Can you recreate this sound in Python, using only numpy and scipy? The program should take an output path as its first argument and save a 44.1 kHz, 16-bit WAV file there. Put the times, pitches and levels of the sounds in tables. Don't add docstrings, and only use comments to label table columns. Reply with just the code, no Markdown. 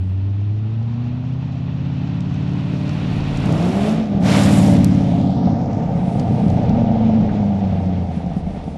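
import sys
import numpy as np
from scipy import signal
from scipy.fft import rfft, irfft, next_fast_len
from scipy.io import wavfile
from scipy.ndimage import uniform_filter1d, minimum_filter1d

SR = 44100
rng = np.random.default_rng(int(sys.argv[2]) if len(sys.argv) > 2 else 0)


def log_audio(samples):
    frames = np.atleast_2d(samples).T
    limited = np.clip(frames, -1, 1)
    pcm = np.round(limited * 32767).astype(np.int16)
    wavfile.write(sys.argv[1], SR, pcm)


N = 386757
TIME = np.arange(N) / SR
BEHIND = np.interp(TIME, [3.3, 4.25], [0, 1])
BREAKUP_DB = 6

CYLINDER_DB = [-2.5, -2.5, 1, -1.5, -5, 0.5, -1.5, 0.5]
# t/s, raggedness/0-1
RAGGEDNESS = [(1, .2), (3.1, .28), (3.5, .48), (4.1, .42), (4.4, .22), (5, .25), (5.8, .72), (6.5, .8),
              (6.85, .45), (7.6, .52), (8.2, .8)]
# f/Hz, relative level/dB
RASP_TONE = [(150, -24), (310, -10.5), (375, -17.5), (420, 3), (470, 3.5), (520, 1.5), (585, 8), (630, 0.5),
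             (695, 9), (740, 5.5), (780, 6), (825, -2), (910, -1), (1000, -14), (1090, -29.5),
             (1180, -12.5), (1300, -20), (1600, -27.5), (4000, -75), (10000, -110)]
# f/Hz, relative level/dB
THUMP_TONE = [(30, -51), (70, -13.5), (110, -6), (145, -1), (175, 9.5), (215, 1.5), (260, -16),
              (400, -31.5), (1000, -73), (6000, -130)]
# t/s, thud peak/dB, bark peak/dB
POP_EVENTS = [(5.117, -11.5, -21), (5.232, -23.5, -23), (5.365, -16, -20), (5.454, -7.5, -22),
              (5.47, -19, -16.5), (6.031, -20, -24), (6.059, -12, -25), (6.151, -19, -19),
              (6.183, -20, -31), (6.433, -17, -29), (6.572, -18, -16.5), (6.701, -18, -18.5),
              (6.728, -12, -21), (6.752, -13, -21.5), (7.003, -22, -19.5), (7.094, -22.5, -17.5),
              (7.207, -12, -21), (7.311, -12.5, -24), (7.723, -21, -26), (7.801, -18.5, -22.5),
              (8.0, -22, -28), (8.17, -16.5, -37), (8.26, -13, -27.5), (8.312, -19, -27), (8.362, -15, -35),
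              (8.465, -16, -28)]


def undb(db):
    return 10 ** (np.asarray(db) / 20)


def curves(table):
    times, *columns = np.transpose(table)
    return [np.interp(TIME, times, column) for column in columns]


def unit(x):
    return x / np.sqrt(np.mean(x ** 2))


def even(x):
    return x / np.sqrt(uniform_filter1d(x ** 2, size=8000) + 1e-12)


def wander(per_s):
    hold = int(SR / per_s)
    steps = np.repeat(rng.standard_normal(N // hold + 1), hold)
    return 1.3 * uniform_filter1d(uniform_filter1d(steps, hold), hold)[:N]


def colour(x, tone, size=4096):
    hz, db = np.transpose(tone)
    bins = np.maximum(np.arange(size // 2 + 1) * SR / size, 1)
    gains = undb(np.interp(np.log(bins), np.log(hz), db))
    cepstrum = irfft(np.log(gains))
    cepstrum[1:size // 2] *= 2
    cepstrum[size // 2 + 1:] = 0
    return signal.oaconvolve(x, irfft(np.exp(rfft(cepstrum))))[:N]


def facing(x, tone_ahead, tone_behind):
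    front, tail = unit(colour(x, tone_ahead)), unit(colour(x, tone_behind))
    return even(np.sqrt(1 - BEHIND) * front + np.sqrt(BEHIND) * tail)


def turning(ahead_db, behind_db, behind=BEHIND):
    return ahead_db + behind * (behind_db - ahead_db)


def nearness(at_s, rise_s, fade_s):
    return 1 / np.hypot(1, (TIME - at_s) / np.where(TIME < at_s, rise_s, fade_s))


def forest(x, echo_db, spread, count=4, decay_s=0.53):
    t = TIME[:SR // 2]
    fade = undb(-60 * t / decay_s) * (1 - np.exp(-t / 0.061))
    patterns = [fade * rng.standard_normal(len(t)) for _ in range(count + 1)]
    side, *washes = (signal.oaconvolve(x, pattern)[:N] / np.linalg.norm(fade) for pattern in patterns)
    shares = np.array([wander(3) for _ in washes])
    mid = (shares * washes).sum(axis=0) / np.linalg.norm(shares, axis=0)
    echoes = mid + spread * side * np.array([[1], [-1]])
    return (x + undb(echo_db) * echoes) / np.sqrt(1 + undb(2 * echo_db))


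def pipe_boost(hz):
    # f/Hz, level ahead/dB, level behind/dB
    resonances = [(75, -4, -4.5), (93.9, 4.5, 1.5), (104.3, 7.5, -5.5), (118, 2.5, -4.5), (150, -4, -7.5),
                  (177, -4, -2.5), (195, -10, 0.5), (234.6, 1.5, -1.5), (238.15, 3, -8), (268.5, -8, -8.5),
                  (300, -5, -4.5), (386, -2, -12.5), (449.4, -1, -24)]
    points_hz, *sides = np.transpose(resonances)
    return [np.interp(np.log(hz), np.log(points_hz), db) for db in sides]


def lope(angle, hz, level_db, ragged):
    # multiple of the engine cycle, level ahead/dB, level behind/dB
    tones = [(4, -16, -17.5), (5, 1, -13), (6, 3.5, 0), (7, 4, -7.5), (9, -19, -14.5), (10, 7.5, 0),
             (11, -2, -2), (12, -20, -16.5), (13, -7.5, -8.5), (14, -1.5, -3), (15, -13.5, -23),
             (17, -18.5, -16.5), (18, -20, -12.5), (20, -18.5, -15)]
    cylinders = len(CYLINDER_DB)
    waver_db, strongest_hz, width_octaves = .3 + 3 * ragged, 142.3, 0.24
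    throb = 0
    for multiple, ahead_db, behind_db in tones:
        _, boom_db = pipe_boost(multiple * hz / cylinders)
        gain = undb(turning(ahead_db, behind_db) + BEHIND * boom_db + waver_db * wander(13))
        shift = 3 * np.pi / 10 * (multiple - cylinders) ** 2
        throb = throb + gain * np.sin(multiple * angle / cylinders + shift)
    beating = np.hypot(1, np.log2(hz / strongest_hz) / width_octaves) ** -1.57
    lope_db = level_db + turning(0, 1.5) - BREAKUP_DB * BEHIND * (ragged - .5)
    return undb(lope_db) * beating * even(throb)


def drone(firings, hz, level_db, ragged):
    # t/s, relative level/dB
    octave_levels = [(.6, -1), (1.2, 1), (3.5, -.5), (3.95, 3), (4.03, -4.5), (4.2, -5), (4.6, -4),
                     (4.9, 1), (5.5, -3), (6.5, -7), (6.8, .5), (7.2, 0), (7.9, -3.5), (8.4, -6)]
    level_db = level_db + 2.4 * ragged * BEHIND * wander(26)
    angle = 2 * np.pi * (firings + (.008 + .018 * ragged) * wander(40))
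    note_db = level_db + turning(*pipe_boost(hz))
    note = undb(note_db + (.4 + 2 * ragged) * wander(30)) * np.sin(angle)
    octave_db = level_db + turning(-6.5, 0) + turning(*pipe_boost(2 * hz)) + curves(octave_levels)[0]
    octave_gain = undb(octave_db + (1.2 + ragged) * wander(35))
    octave = octave_gain * np.sin(2 * angle + rng.uniform(0, 2 * np.pi) + .65 * ragged * wander(70))
    leak_db = -21 - 33.5 * np.maximum(np.log2(hz / 103), 0)
    leak_gain = undb(note_db + leak_db + 2 * wander(30))
    overtones = leak_gain * (np.sin(3 * angle) + undb(-9.5) * np.sin(4 * angle))
    return np.sqrt(2) * (note + octave + overtones) + lope(angle, hz, level_db, ragged)


def firing_samples(firings):
    return np.flatnonzero(np.diff(np.floor(firings)))


def exhaust_pulses(firings, scatter_db, steady, gas):
    at = firing_samples(firings)
    strength = undb(np.resize(CYLINDER_DB, len(at)) + scatter_db * rng.standard_normal(len(at)))
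    pulses = np.zeros(N)
    pulses[at] = strength - (1 - steady) * strength.mean()
    puff = np.interp(TIME, at / SR, strength) * np.exp(-(firings % 1) / 0.73) * rng.standard_normal(N)
    return unit(pulses) + gas * unit(puff)


def rumble(firings, level_db, ragged):
    # f/Hz, relative level/dB
    boom_tone = [(25, -39.5), (55, -14.5), (90, -2.5), (130, -4), (175, 3.5), (220, -3), (290, -6),
                 (360, -17), (500, -18.5), (1000, -84.5), (6000, -130)]
    boom = even(colour(exhaust_pulses(firings, scatter_db=2, steady=.1, gas=1.0), boom_tone))
    unshielded = np.interp(TIME, [2.3, 3.34], [0, 1])
    rumble_db = level_db + turning(-12, -3, unshielded) + BREAKUP_DB * BEHIND * (ragged - .5)
    return forest(boom, echo_db=-17, spread=0) * undb(rumble_db)


def rasp(firings, rasp_db, ragged):
    # f/Hz, relative level/dB
    growl_tone = [(150, -37.5), (320, 0), (400, 3.5), (505, -5.5), (555, -5), (590, 5), (630, 0), (700, 1),
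                  (820, 0), (950, -3.5), (1100, -6), (1600, -15), (4000, -69), (10000, -94)]
    blasts = exhaust_pulses(firings + .12 * ragged * wander(150), scatter_db=1, steady=.7, gas=2.6)
    throb_db = .8 * np.sin(2 * np.pi * 2 * firings / len(CYLINDER_DB))
    gap_s, gap_db = .008, -4
    gaps = sum(np.exp(-np.minimum(np.abs((TIME - at_s) / gap_s + 1), 10) ** 2) for at_s, *_ in POP_EVENTS)
    sound = forest(facing(blasts, growl_tone, RASP_TONE), echo_db=-6.5, spread=0.08)
    return sound * undb(rasp_db + throb_db + gap_db * gaps)


def tailpipe_ring(firings, hz, rasp_db, ragged):
    # f/Hz, width/Hz, level ahead/dB, level behind/dB (both added to the rasp's level)
    resonance = (592, 35, -14, -7.5)
    centre_hz, width_hz, ahead_db, behind_db = resonance
    tones = 0
    for multiple in (3, 4):
        tone = np.sin(2 * np.pi * multiple * firings + .5 * wander(40))
        tones = tones + tone / np.hypot(1, (multiple * hz - centre_hz) / width_hz)
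    return np.sqrt(2) * tones * undb(rasp_db + turning(ahead_db, behind_db)) * (1 - ragged)


def gritty_noise(tone, cracks_per_s, grit):
    smooth = rng.standard_normal(N)
    cracks = (rng.random(N) < cracks_per_s / SR) * rng.standard_normal(N)
    cracks *= undb(3.5 * np.minimum(rng.exponential(size=N), 3))
    return unit(colour(smooth + grit * unit(cracks), tone))


def tyre_gains():
    # loudest t/s, rise/s, fade/s, roar level/dB, hiss level/dB, spray level/dB
    swells = [(3.2, 0.47, 0.36, -40.5, -56.5, -62), (3.88, 0.35, 0.076, -34, -45, -48.5),
              (4.386, 0.11, 0.089, -22, -33.5, -41.5), (4.65, 1, 0.11, -52, -42.5, -39),
              (6.72, 0.47, 1.05, -41, -56.5, -81.5)]
    handover_s = (4.18, 4.262)
    second_pass = np.interp(TIME, handover_s, [0, 1])
    power = 0
    for at_s, rise_s, fade_s, roar_db, hiss_db, spray_db in swells:
        near = nearness(at_s, rise_s, fade_s)
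        gains = np.array([undb(roar_db) * near, undb(hiss_db) * near**1.07, undb(spray_db) * near**2.58])
        share = second_pass ** 2 if at_s > handover_s[0] else 1 - second_pass
        power = power + (gains * share) ** 2
    return np.sqrt(power)


def tyres():
    # f/Hz, relative level/dB
    roar_ahead = [(200, -10), (500, 5), (900, -0.5), (1250, -1.5), (1450, 1.5), (1630, -3.5), (1870, 1.5),
                  (2150, -1.5), (2580, 3), (3000, -0.5), (3600, -3.5), (4500, -8.5), (7000, -49),
                  (12000, -58)]
    roar_behind = [(200, -9.5), (500, 9), (900, 7), (1250, 2), (1750, 0), (2150, 2), (2700, -1),
                   (3500, -3.5), (4500, -11), (7000, -34), (12000, -53)]
    hiss_tone = [(2000, -22), (3500, 7.5), (4300, 6), (5500, 7.5), (7000, -0.5), (8500, -12.5),
                 (13000, -73.5)]
    spray_tone = [(4000, -28), (7000, 12.5), (8200, 10), (10800, 6.5), (12300, -1), (14000, -17.5)]
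    # t/s, f/Hz, strength/0-1
    road_bounce = [(4.6, 1085, 0), (4.95, 1427, 0), (5.35, 2132, 0.5), (5.7, 3252, 0.38), (6.2, 4973, 0)]
    roar_gain, hiss_gain, spray_gain = tyre_gains()
    roar = facing(rng.standard_normal(N), roar_ahead, roar_behind) * undb(1.2 * wander(30))
    hiss = gritty_noise(hiss_tone, cracks_per_s=500, grit=.6) * undb(wander(25))
    spray = gritty_noise(spray_tone, cracks_per_s=600, grit=.6) * undb(1.5 * wander(20))
    direct = roar * roar_gain + hiss * hiss_gain + spray * spray_gain
    notch_hz, strength = curves(road_bounce)
    bounced = strength * np.interp(TIME - .5 / notch_hz, TIME, direct)
    return forest(direct + bounced, echo_db=-17.5, spread=0.15)


def wind(breeze_db=-52, side_db=-33):
    # t/s, width/s, level/dB
    gusts = [(3.3, 0.18, -32), (4.851, .2, -34.5), (6.051, 0.25, -41), (6.7, 0.19, -33), (7.3, .07, -33),
             (7.748, 0.22, -41.5), (8.4, 0.24, -41)]
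    # f/Hz, relative level/dB
    tone = [(10, -23.5), (25, -1.5), (45, -2.5), (80, -11), (250, -45.5), (800, -78.0), (8000, -130)]
    gain = undb(breeze_db) + sum(undb(db) * nearness(at_s, width, width) ** 2 for at_s, width, db in gusts)
    mid, side = (unit(colour(rng.standard_normal(N), tone)) for _ in range(2))
    return (mid + undb(side_db) * side * np.array([[1], [-1]])) * gain * undb(2 * wander(7.7))


def leaves():
    # loudest t/s, rise/s, fade/s, level/dB
    flurries = [(.1, 0.19, 0.055, -70.5), (5.05, 0.14, 0.13, -57.5), (6.151, 0.11, .13, -55.5),
                (6.5, 0.12, 0.091, -59), (8.501, 0.52, .5, -63.5)]
    # f/Hz, relative level/dB
    rustle_tone = [(2000, -17), (4500, 2.5), (7000, -1), (9500, 1), (11000, -10), (13000, -43)]
    gain = sum(undb(db) * nearness(at_s, rise_s, fade_s) ** 2 for at_s, rise_s, fade_s, db in flurries)
    return gritty_noise(rustle_tone, cracks_per_s=120, grit=.25) * gain * undb(3.5 * wander(22))


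def stones():
    # t/s, peak level/dB, lowest f/Hz, highest f/Hz, decay/s
    flicks = [(2.206, -34, 2215, 7060, 0.0022), (2.344, -39, 2500, 7500, .001),
              (2.893, -28, 2024, 5860, .0025), (3.206, -30, 1960, 5000, .003),
              (3.372, -32, 3005, 7900, 0.0033), (3.457, -31, 3000, 8150, .003),
              (3.524, -31, 3000, 8900, 0.0028), (3.614, -39, 3500, 9000, .002),
              (4.435, -20.5, 4496, 8855, 0.0078), (4.8454, -13.5, 3197, 12100, 0.00088),
              (4.8456, -24, 3400, 5540, 0.0012), (5.456, -34, 3806, 5550, .0014),
              (6.196, -29, 2194, 7090, 0.0036), (6.501, -33, 3206, 6986, .002),
              (6.694, -32.5, 2993, 5995, .002), (7.29, -29.5, 888, 1870, 0.012)]
    out, t = np.zeros(N), TIME[:SR // 20]
    for at_s, db, low_hz, high_hz, decay_s in flicks:
        band = signal.butter(3, [low_hz, high_hz], "band", fs=SR, output="sos")
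        tick = signal.sosfilt(band, rng.standard_normal(len(t)) * np.exp(-t / decay_s))
        out[int(at_s * SR):][:len(t)] += undb(db) * tick / np.abs(tick).max()
    return forest(out, echo_db=-44, spread=.4, count=1)


def burble(firings, level_db, ragged, late_share=.35, spread_db=6.5):
    at = firing_samples(firings)
    chance, weakness = rng.random((len(at), 2)).T
    thumps = np.zeros(N)
    thumps[at] = (chance < late_share) * undb(-spread_db * weakness)
    off_throttle = np.interp(TIME, [4.8, 5.4], [0, 1])
    return unit(colour(thumps, THUMP_TONE)) * undb(level_db - 1) * ragged * off_throttle


def pops(decay_s=.006):
    out, t = np.zeros(N), TIME[:SR // 5]
    thud = colour(signal.unit_impulse(len(t)), THUMP_TONE)
    for at_s, thud_db, bark_db in POP_EVENTS:
        start = int(at_s * SR)
        bark = colour(rng.standard_normal(len(t)) * np.exp(-t / decay_s), RASP_TONE)
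        pop = -undb(thud_db) * thud / np.abs(thud).max() + undb(bark_db) * bark / np.abs(bark).max()
        out[start:start + len(pop)] += pop[:N - start]
    return out


def scene():
    # t/s, firing rate/Hz, exhaust level/dB, rasp level/dB
    pull = [(0, 91.35, -23, -49), (.5, 103.7, -25.5, -48), (1, 119.5, -24.5, -44), (1.5, 133.1, -24.5, -44),
            (2.4, 145, -21.5, -41), (3, 149.7, -21.5, -36.5), (3.38, 146.4, -22.5, -35)]
    flare = [(3.5, 151.9, -17.5, -28), (3.649, 176, -18, -27.5), (3.819, 204.6, -18, -26),
             (3.92, 217.8, -18, -27), (4, 221.8, -17.5, -29.5), (4.079, 208.8, -22, -34.5),
             (4.13, 197.7, -17.5, -31.5), (4.204, 196.9, -18, -31.5)]
    coast = [(4.24, 143.6, -16.5, -27.5), (4.55, 148.4, -14.5, -26.5), (4.719, 144.7, -13.5, -23.5),
             (4.87, 141.5, -15, -35), (5.101, 139.4, -19, -29), (5.498, 134.7, -19, -28),
             (5.8, 132, -22, -28.5), (6.05, 128.2, -19, -29), (6.5, 120.3, -17.5, -27),
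             (6.75, 117.7, -17, -25), (7.2, 108.5, -18, -28), (7.579, 98.56, -21.5, -30),
             (7.999, 88.63, -22.5, -33.5), (8.201, 81.5, -26, -33.5), (8.77, 73.8, -27.5, -37.5)]
    hz, level_db, rasp_db = curves(pull + flare + coast)
    ragged, = curves(RAGGEDNESS)
    firings = np.cumsum(hz) / SR
    engine = drone(firings, hz, level_db, ragged) + rumble(firings, level_db, ragged)
    engine += rasp(firings, rasp_db, ragged) + tailpipe_ring(firings, hz, rasp_db, ragged)
    return engine + tyres() + wind() + leaves() + stones() + burble(firings, level_db, ragged) + pops()


def record(dry, ceiling=.78, top_hz=14200):
    # f/Hz, left minus right level/dB
    balance = [(300, 0), (600, -.3), (800, -1.2), (1100, -2.9), (2200, -1.8), (4200, -1), (7600, -.2),
               (12000, 0)]
    hz, balance_db = np.transpose(balance)
    size = next_fast_len(N)
    bins = np.maximum(np.arange(size // 2 + 1) * SR / size, 1)
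    lean_db = np.interp(np.log(bins), np.log(hz), balance_db) * np.array([[.5], [-.5]])
    stereo = irfft(rfft(dry, size) * undb(lean_db), size)[:, :N]
    gain = ceiling / np.maximum(np.abs(stereo).max(axis=0), ceiling)
    limited = stereo * uniform_filter1d(minimum_filter1d(gain, size=441), size=441)
    return signal.sosfilt(signal.ellip(8, .2, 70, top_hz, fs=SR, output="sos"), limited)


dry = scene()
out = record(dry)
log_audio(out)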